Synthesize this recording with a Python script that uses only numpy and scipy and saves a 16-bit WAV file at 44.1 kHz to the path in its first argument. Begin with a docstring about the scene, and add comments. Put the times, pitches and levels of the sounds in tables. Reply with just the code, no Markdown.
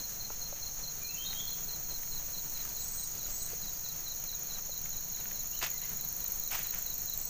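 """Insects on a misty forest ridge. From the start, over a hissing chorus and low air, a cricket's wings
chirp falling double notes, a katydid's wing teeth tick very high and shoes shift on a gritty track.
Near 1 s a throbbing trill emerges and a bird whistles a rising phrase among the trees. Near 3 s thin
rising buzzes pass overhead. From 5.5 s the shoes crunch harder, the bird calls faintly, a higher trill
joins and the ticks grow stronger; the buzzes return near 7 s."""
import sys
import numpy as np
from scipy import signal
from scipy.fft import rfft, irfft, next_fast_len
from scipy.io import wavfile

SR = 44100
rng = np.random.default_rng(int(sys.argv[2]) if len(sys.argv) > 2 else 0)


def generate_wav(sig):
    """Save sig (samples, or channels by samples) to the path in sys.argv[1] as 16-bit PCM at SR."""
    pcm = np.round(np.clip(np.atleast_2d(sig).T, -1, 1) * 32767).astype(np.int16)
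    wavfile.write(sys.argv[1], SR, pcm)


N = 321481


def from_db(db):
    """Decibels to gain."""
    return 10 ** (np.asarray(db) / 20)


def rms_one(x):
    """Scale to unit rms."""
    return x / np.sqrt(np.mean(x ** 2) + 1e-20)


def at(rows, s):
    """Value of a two-column curve at time s."""
    return np.interp(s, *np.transpose(rows))


def in_time(rows):
    """Columns of a curve table at every sample."""
    s, *columns = np.transpose(rows)
    return [np.interp(np.arange(N) / SR, s, c) for c in columns]


def add(out, s, sound):
    """Mix a sound in at time s."""
    i = round(s * SR)
    part = sound[max(-i, 0):max(N - i, 0)]
    out[max(i, 0):max(i, 0) + len(part)] += part


def beats(lag, period_s):
    """Start times of an even rhythm shifted by a lag curve."""
    even = np.arange(int(N / SR / period_s) + 1) * period_s
    return even + at(lag, even)


def drift(rate_hz, size=N):
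    """Random wander, spread about 1."""
    steps = np.arange(size) * rate_hz * 2 / SR
    knots = rng.standard_normal(int(steps[-1]) + 2)
    return np.interp(steps, np.arange(len(knots)), knots) * np.sqrt(3 / 2)


def colour(x, spectrum):
    """Shape by a spectrum that falls away past its ends; white noise keeps its power."""
    size = next_fast_len(len(x))
    hz, db = np.transpose(spectrum)
    f = np.fft.rfftfreq(size, 1 / SR) + 1
    outside = np.abs(np.log(f / np.clip(f, hz[0], hz[-1])))
    gain = from_db(np.interp(np.log(f), np.log(hz), db) - 200 * outside)
    return irfft(rfft(x, size) * rms_one(gain), size)[:len(x)]


def noise_band(spectrum, flicker_db, rate_hz):
    """Flickering coloured noise at unit rms."""
    noise = rng.standard_normal(N) * from_db(flicker_db * drift(rate_hz))
    return rms_one(colour(noise, spectrum))


def forest(x, t60_s, wet_db):
    """Trunks and leaves scatter a dying tail behind the direct sound."""
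    t = np.arange(SR) / SR
    tail = rng.standard_normal(SR) * from_db(-60 * t / t60_s) * (1 - np.exp(-t / 0.0069))
    return x + from_db(wet_db) * signal.fftconvolve(x, tail / np.linalg.norm(tail))[:N]


def glides(rows, waver, waver_hz, bend):
    """Gliding whistles; a fast pitch waver turns them into buzzes."""
    out = np.zeros(N)
    for start_s, length_s, from_hz, to_hz, db in rows:
        u = np.linspace(0, 1, int(length_s * SR))
        pitch_hz = (from_hz + (to_hz - from_hz) * u ** bend) * (1 + waver * drift(waver_hz, len(u)))
        swell = np.abs(np.sin(np.pi * u)) ** 0.5 * from_db(2 * drift(65, len(u)))
        add(out, start_s, from_db(db) * swell * np.sin(2 * np.pi * np.cumsum(pitch_hz) / SR))
    return out


def air():
    """Air stirs with a low rumble."""
    spectrum = [(8, 29), (18, 22.5), (30, 14), (60, 8), (100, 5.5), (165, 7), (205, 1.5), (250, -4),
                (400, -4), (700, -4), (1100, -7), (1450, -7), (3500, -12), (16000, -16)]  # freq_hz, relative_db
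    return from_db(-45.7) * noise_band(spectrum, flicker_db=1.2, rate_hz=12)


def chorus():
    """Far trills, crickets and a high hiss: many voices merge into bands of noise."""
    # band spectra: freq_hz, relative_db
    trill_band = [(4700, -33), (5200, -17), (5500, -7.5), (5750, -6), (5900, -6), (6100, -1.5), (6300, 0),
                  (6600, 3), (6850, -2.5), (7030, -5.5), (7150, -17), (7500, -23.5), (7900, -43.5)]
    cricket_band = [(3650, -21), (3950, -5), (4150, 1), (4280, -1), (4450, -2.5), (4750, -17.5),
                    (5100, -25.5)]
    hiss_band = [(10000, -27), (11700, -16.5), (12500, -9.5), (13500, -3.5), (14300, -6.5), (15000, 1),
                 (16000, 1)]
    hiss_level = [(0, -45), (2.5, -44), (4, -44.5), (5.6, -42.5), (7.3, -44.5)]  # time_s, level_db
    trills = from_db(-44) * noise_band(trill_band, flicker_db=1, rate_hz=110)
    crickets = from_db(-58) * noise_band(cricket_band, flicker_db=0.5, rate_hz=27)
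    hiss = from_db(in_time(hiss_level)[0]) * noise_band(hiss_band, flicker_db=2.5, rate_hz=250)
    return trills + crickets + hiss


def high_singers():
    """Far insects: a thin 8 kHz band and a 15 kHz sizzle swell almost together."""
    # band spectra: freq_hz, relative_db
    thin_band = [(7400, -15), (7900, -4), (8270, 1.5), (8430, -4), (8600, -17)]
    sizzle_band = [(14000, -16), (14600, -9), (15000, 1), (15350, -2.5), (16000, 1)]
    swells = [(0, -66, -42), (.4, -71, -47.5), (.9, -68, -46), (1.45, -64, -40), (2.6, -60, -40),
              (3, -61, -44), (3.9, -66, -42), (4.7, -73, -46.5), (5.8, -68, -45), (6.3, -62.5, -41.5),
              (7.3, -64, -42.5)]  # time_s, thin_db, sizzle_db
    thin_gain, sizzle_gain = from_db(in_time(swells))
    thin = thin_gain * from_db(0.1) * noise_band(thin_band, flicker_db=0.5, rate_hz=75)
    return thin + sizzle_gain * noise_band(sizzle_band, flicker_db=0.3, rate_hz=170)


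def bird():
    """Whistled notes, mostly rising, ring among the trees."""
    notes = [(1.01, 0.059, 2410, 2430, -54), (1.08, 0.098, 2590, 2707, -49.5),
             (1.17, 0.09, 2980, 3250, -44), (1.245, 0.048, 3674, 3785, -40.5),
             (1.355, 0.056, 3180, 3280, -41.5), (1.385, 0.037, 3280, 3460, -41.5),
             (5.525, 0.04, 2730, 3140, -51.5), (5.72, 0.062, 2080, 2040, -58),
             (5.825, .04, 2054, 2080, -55.5)]  # start_s, length_s, from_hz, to_hz, level_db
    return forest(glides(notes, waver=0.013, waver_hz=123, bend=0.66), t60_s=0.654, wet_db=-1.5)


def buzzes():
    """Thin glides overhead, roughened by a fast pitch waver."""
    notes = [(2.78, .12, 7620, 8150, -45), (2.87, 0.16, 8000, 8200, -46), (2.99, 0.071, 8250, 8540, -44),
             (3.28, 0.136, 7450, 7900, -44.5), (3.37, 0.11, 7900, 8230, -45.5),
             (6.78, 0.023, 7430, 7160, -43.5), (7.14, 0.098, 7500, 7700, -47.5),
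             (7.21, .12, 7800, 8050, -48.5)]  # start_s, length_s, from_hz, to_hz, level_db
    return forest(glides(notes, waver=0.02, waver_hz=388, bend=0.83), t60_s=0.43, wet_db=-5)


def scuffs(grain_db):
    """A sole grinds grit and finer sand: dense uneven cracks under a quick swell."""
    steps = [(0.091, 0.073, -66, 23), (0.312, 0.055, -56, -10), (0.549, .06, -54.5, -3),
             (2.564, 0.083, -53.5, -1), (3.492, 0.085, -55, -8), (5.615, 0.059, -34.5, -4),
             (5.797, 0.11, -52.5, -11.5), (6.507, 0.11, -38.5, 0.5), (6.644, 0.036, -49, -8),
             (6.722, 0.11, -50, -10)]  # start_s, length_s, level_db, sand_share_db
    # ground spectra: freq_hz, relative_db
    grit_band = [(120, -16), (300, -12), (450, -13), (700, 0.5), (1100, -2), (1700, 1.5), (2600, 3),
                 (4000, -5.5), (6000, -1.5), (9000, -18), (15000, -42)]
    sand_band = [(1500, -1), (3000, -12), (7500, 0), (11000, -9.5), (16000, 10.5)]
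    grit, sand = np.zeros(N), np.zeros(N)
    for start_s, length_s, db, sand_db in steps:
        u = np.arange(int(2 * length_s * SR)) / (length_s * SR)
        press = from_db(db) * np.interp(u, [0, .2, .4, .8, 1.1, 2], [.36, .95, .88, .55, .19, .044])
        for layer, gain in ((grit, 1), (sand, from_db(sand_db))):
            cracks = rms_one(rng.standard_normal(len(u)) * from_db(grain_db * drift(500, len(u))))
            add(layer, start_s, gain * press * cracks)
    return colour(grit, grit_band) + colour(sand, sand_band)


def stones(t60_s, gain_db, settle_per_s):
    """Stones knock underfoot with a short, broad ring; smaller grit settles at random."""
    knocks = [(.301, -44.5, 970), (.304, -45, 418), (.526, -42, 630), (1.328, -45.5, 2300),
              (2.032, -46.5, 2280), (2.653, -45, 1730), (3.53, -48, 440), (4.589, -50.5, 1620),
              (4.692, -48, 645), (4.858, -48, 2200), (5.255, -47, 1940), (5.312, -46.5, 2030),
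              (5.612, -43, 2430), (5.63, -45.5, 483), (5.662, -36.5, 2600), (5.992, -47.5, 1820),
              (6.25, -48.5, 1900), (6.74, -42.5, 2500)]  # start_s, relative_peak_db, ring_hz
    draws = rng.random((int(settle_per_s * N / SR), 3))
    settling = [(when * N / SR, -55 + 4 * size, 1400 + 1000 * pitch) for when, size, pitch in draws]
    t, out = np.arange(SR // 20) / SR, np.zeros(N)
    for start_s, db, ring_hz in knocks + settling:
        body = signal.butter(1, [ring_hz * 0.62, ring_hz * 1.38], "band", fs=SR, output="sos")
        impact = rng.standard_normal(len(t)) * from_db(-60 * t / t60_s)
        knock = signal.sosfilt(np.vstack([body, body]), impact)
        add(out, start_s, from_db(db + gain_db) * knock / np.abs(knock).max())
    return out


def trill(pulses, rate_hz, pitch_hz, waver, uneven_db, lag_cycles=0):
    """Short pulses of a wavering wing tone, grouped in a repeating cycle."""
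    cycle = np.arange(N) / SR * rate_hz - lag_cycles
    beat = sum(strength * np.exp(-.5 * (((cycle - place + .5) % 1 - .5) / width) ** 2)
               for place, width, strength in pulses)
    tone = np.sin(2 * np.pi * np.cumsum(pitch_hz * (1 + waver * drift(600))) / SR)
    return forest(beat * tone * from_db(uneven_db * drift(40)), t60_s=0.13, wet_db=-7)


def trillers(gain_db):
    """Four insects: a near trill, a higher late one, a slow throb and a faint low rattle."""
    # pulses of one cycle: place_cycles, width_cycles, strength
    trill_pulses = [(.66, 0.049, 0.87), (.87, 0.039, 0.98)]
    throb_pulses = [(.28, 0.06, 0.95), (.40, 0.017, 0.39)]
    rattle_pulses = [(.2, .04, 0.44), (.43, 0.036, 0.51), (.66, .04, .8)]
    near_song = [(0, -66, .196), (.8, -45, 0.17), (2, -44.5, .066), (3, -40, 0.053), (4.1, -41.5, 0.037),
                 (4.7, -36.5, 0.042), (5.8, -38, 0), (6.4, -40, 0.16), (7.3, -44, .16)]  # time_s, relative_db, lag_cycles
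    # swells: time_s, relative_db
    late_song = [(5.4, -70), (5.75, -46), (7.3, -48)]
    throb_song = [(0, -58), (1.2, -40), (1.9, -46), (2.6, -56), (3.3, -41), (3.7, -58), (6.2, -56),
                  (7.3, -57)]
    rattle_song = [(0, -78), (2.3, -74.5), (2.7, -51), (3.8, -51), (4.3, -74), (7.3, -72)]
    _, lag = in_time(near_song)
    near = trill(trill_pulses, rate_hz=16.25, pitch_hz=6780, waver=0.00882, uneven_db=2, lag_cycles=lag)
    late = trill(trill_pulses, rate_hz=16, pitch_hz=7010, waver=0.0041, uneven_db=2.5)
    throb = trill(throb_pulses, rate_hz=8.1, pitch_hz=6740, waver=0.01597, uneven_db=2.5)
    rattle = trill(rattle_pulses, rate_hz=8.4, pitch_hz=4820, waver=0.0252, uneven_db=0)
    voices = (near, near_song), (late, late_song), (throb, throb_song), (rattle, rattle_song)
    return sum(from_db(in_time(song)[0] + gain_db) * voice for voice, song in voices)


def katydid(gain_db, decay_s, uneven_db, second_tooth_db):
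    """Each wing stroke snaps two teeth in quick succession; each snap dies within a millisecond."""
    stroke_lag = [(0, 0.0143), (0.95, 0.0247), (1.85, 0.0175), (2.35, 0.0216), (2.95, 0.0178),
                  (3.9, 0.0179), (4.35, 0.0209), (5.05, 0.0145), (5.55, 0.0175), (5.85, 0.0112),
                  (6.9, 0.0135), (7.25, 0.0172)]  # time_s, lag_s
    stroke_level = [(0, -44), (.85, -53), (1.05, -40.5), (2.1, -42.5), (2.55, -39), (4.5, -41.5),
                    (5.4, -39), (6.1, -35.2), (7.25, -34.8)]  # time_s, relative_db
    hard_snaps = [(3.888, 2.5), (4.778, 3.5), (4.892, 2.5), (5.122, 3), (6.243, 2.5), (6.32, 3), (6.708, 2),
                  (6.747, 2), (6.864, 2.5), (7.177, 3)]  # time_s, extra_db
    low_edge = [(0, 14000), (3.8, 13750), (4.5, 13200), (6, 12740), (7.3, 13100)]  # time_s, edge_hz
    starts_s = beats(stroke_lag, period_s=.0387)
    tooth_gaps_s = rng.uniform(.0016, .0021, len(starts_s))
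    levels_db = at(stroke_level, starts_s) + gain_db + uneven_db * rng.standard_normal(len(starts_s))
    for time_s, extra_db in hard_snaps:
        levels_db[np.argmin(np.abs(starts_s - time_s))] += extra_db
    t, out = np.arange(SR // 250) / SR, np.zeros(N)
    for start_s, gap_s, db in zip(starts_s, tooth_gaps_s, levels_db):
        wing = signal.butter(4, [at(low_edge, start_s), 16000], "band", fs=SR, output="sos")
        for k in range(2):
            force = .15 * rng.standard_normal(len(t)) * np.exp(-t / decay_s)
            force[0] = 2  # the tooth lets go, then scrapes briefly
            snap = from_db(db + k * second_tooth_db) * rms_one(signal.sosfilt(wing, force))
            add(out, start_s + k * gap_s, snap)
            add(out, start_s + k * gap_s + .0085, from_db(-18) * snap)  # ground echo
    return forest(out, t60_s=0.096, wet_db=-14)


def cricket(spacing_s, second_note_db):
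    """Two wing closures a chirp, each a pure tone that sags in pitch as the wing slows."""
    closure = [(0, 4200, 0), (.012, 4180, 1), (.019, 4115, .85), (.026, 4005, .42), (.033, 3890, .2),
               (.038, 3800, 0)]  # time_s, pitch_hz, amplitude
    voice = [(0, 24, -10), (1.6, 6, -5), (2.8, -10, 6.5), (4, -37, 7)]  # time_s, shift_hz, half_tilt_db
    chirp_lag = [(0, -0.011), (0.9, -0.0294), (1.8, -0.0337), (3.6, -0.0332), (4.5, -0.0147),
                 (5.9, -0.0278), (7.1, -0.011)]  # time_s, lag_s
    chirp_level = [(0, -39.1), (1.35, -36.5), (2.35, -40.0), (3.3, -46.5), (4.15, -40.5), (5.05, -46.5),
                   (6.2, -47.5), (7.1, -41.5)]  # time_s, level_db
    closure_s, closure_hz, amplitude = np.transpose(closure)
    voice_s, shift_hz, half_tilt_db = np.transpose(voice)
    t, out = np.arange(int(closure_s[-1] * SR)) / SR, np.zeros(N)
    for start_s in beats(chirp_lag, period_s=.2145):
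        tilt_db = np.interp(start_s, voice_s, half_tilt_db) * (2 * t / closure_s[-1] - 0.67)
        swell = np.interp(t, closure_s, amplitude) * from_db(at(chirp_level, start_s) + tilt_db)
        sag_hz = np.interp(t, closure_s, closure_hz) + np.interp(start_s, voice_s, shift_hz)
        for k in range(2):
            pitch_hz = sag_hz * (1 + 0.0022 * drift(153, len(t)))
            note = swell * np.sin(2 * np.pi * np.cumsum(pitch_hz) / SR)
            add(out, start_s + k * spacing_s, from_db(k * second_note_db) * note)
    return forest(out, t60_s=0.08, wet_db=-8)


def scene():
    """Near insects, the surrounding forest and shoes, in mono."""
    ticks = katydid(gain_db=1.6, decay_s=.0003, uneven_db=.7, second_tooth_db=-2.5)
    near = ticks + cricket(spacing_s=.042, second_note_db=-0.05) + trillers(gain_db=2)
    far = chorus() + high_singers() + air() + bird() + buzzes()
    feet = scuffs(grain_db=3) + stones(t60_s=0.027, gain_db=7, settle_per_s=1.8)
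    return (near + far + feet)[None]


def record(dry):
    """Steep low-pass at 15460 Hz."""
    return signal.sosfilt(signal.ellip(12, .1, 70, 15460, fs=SR, output="sos"), dry)


dry = scene()
out = record(dry)
generate_wav(out)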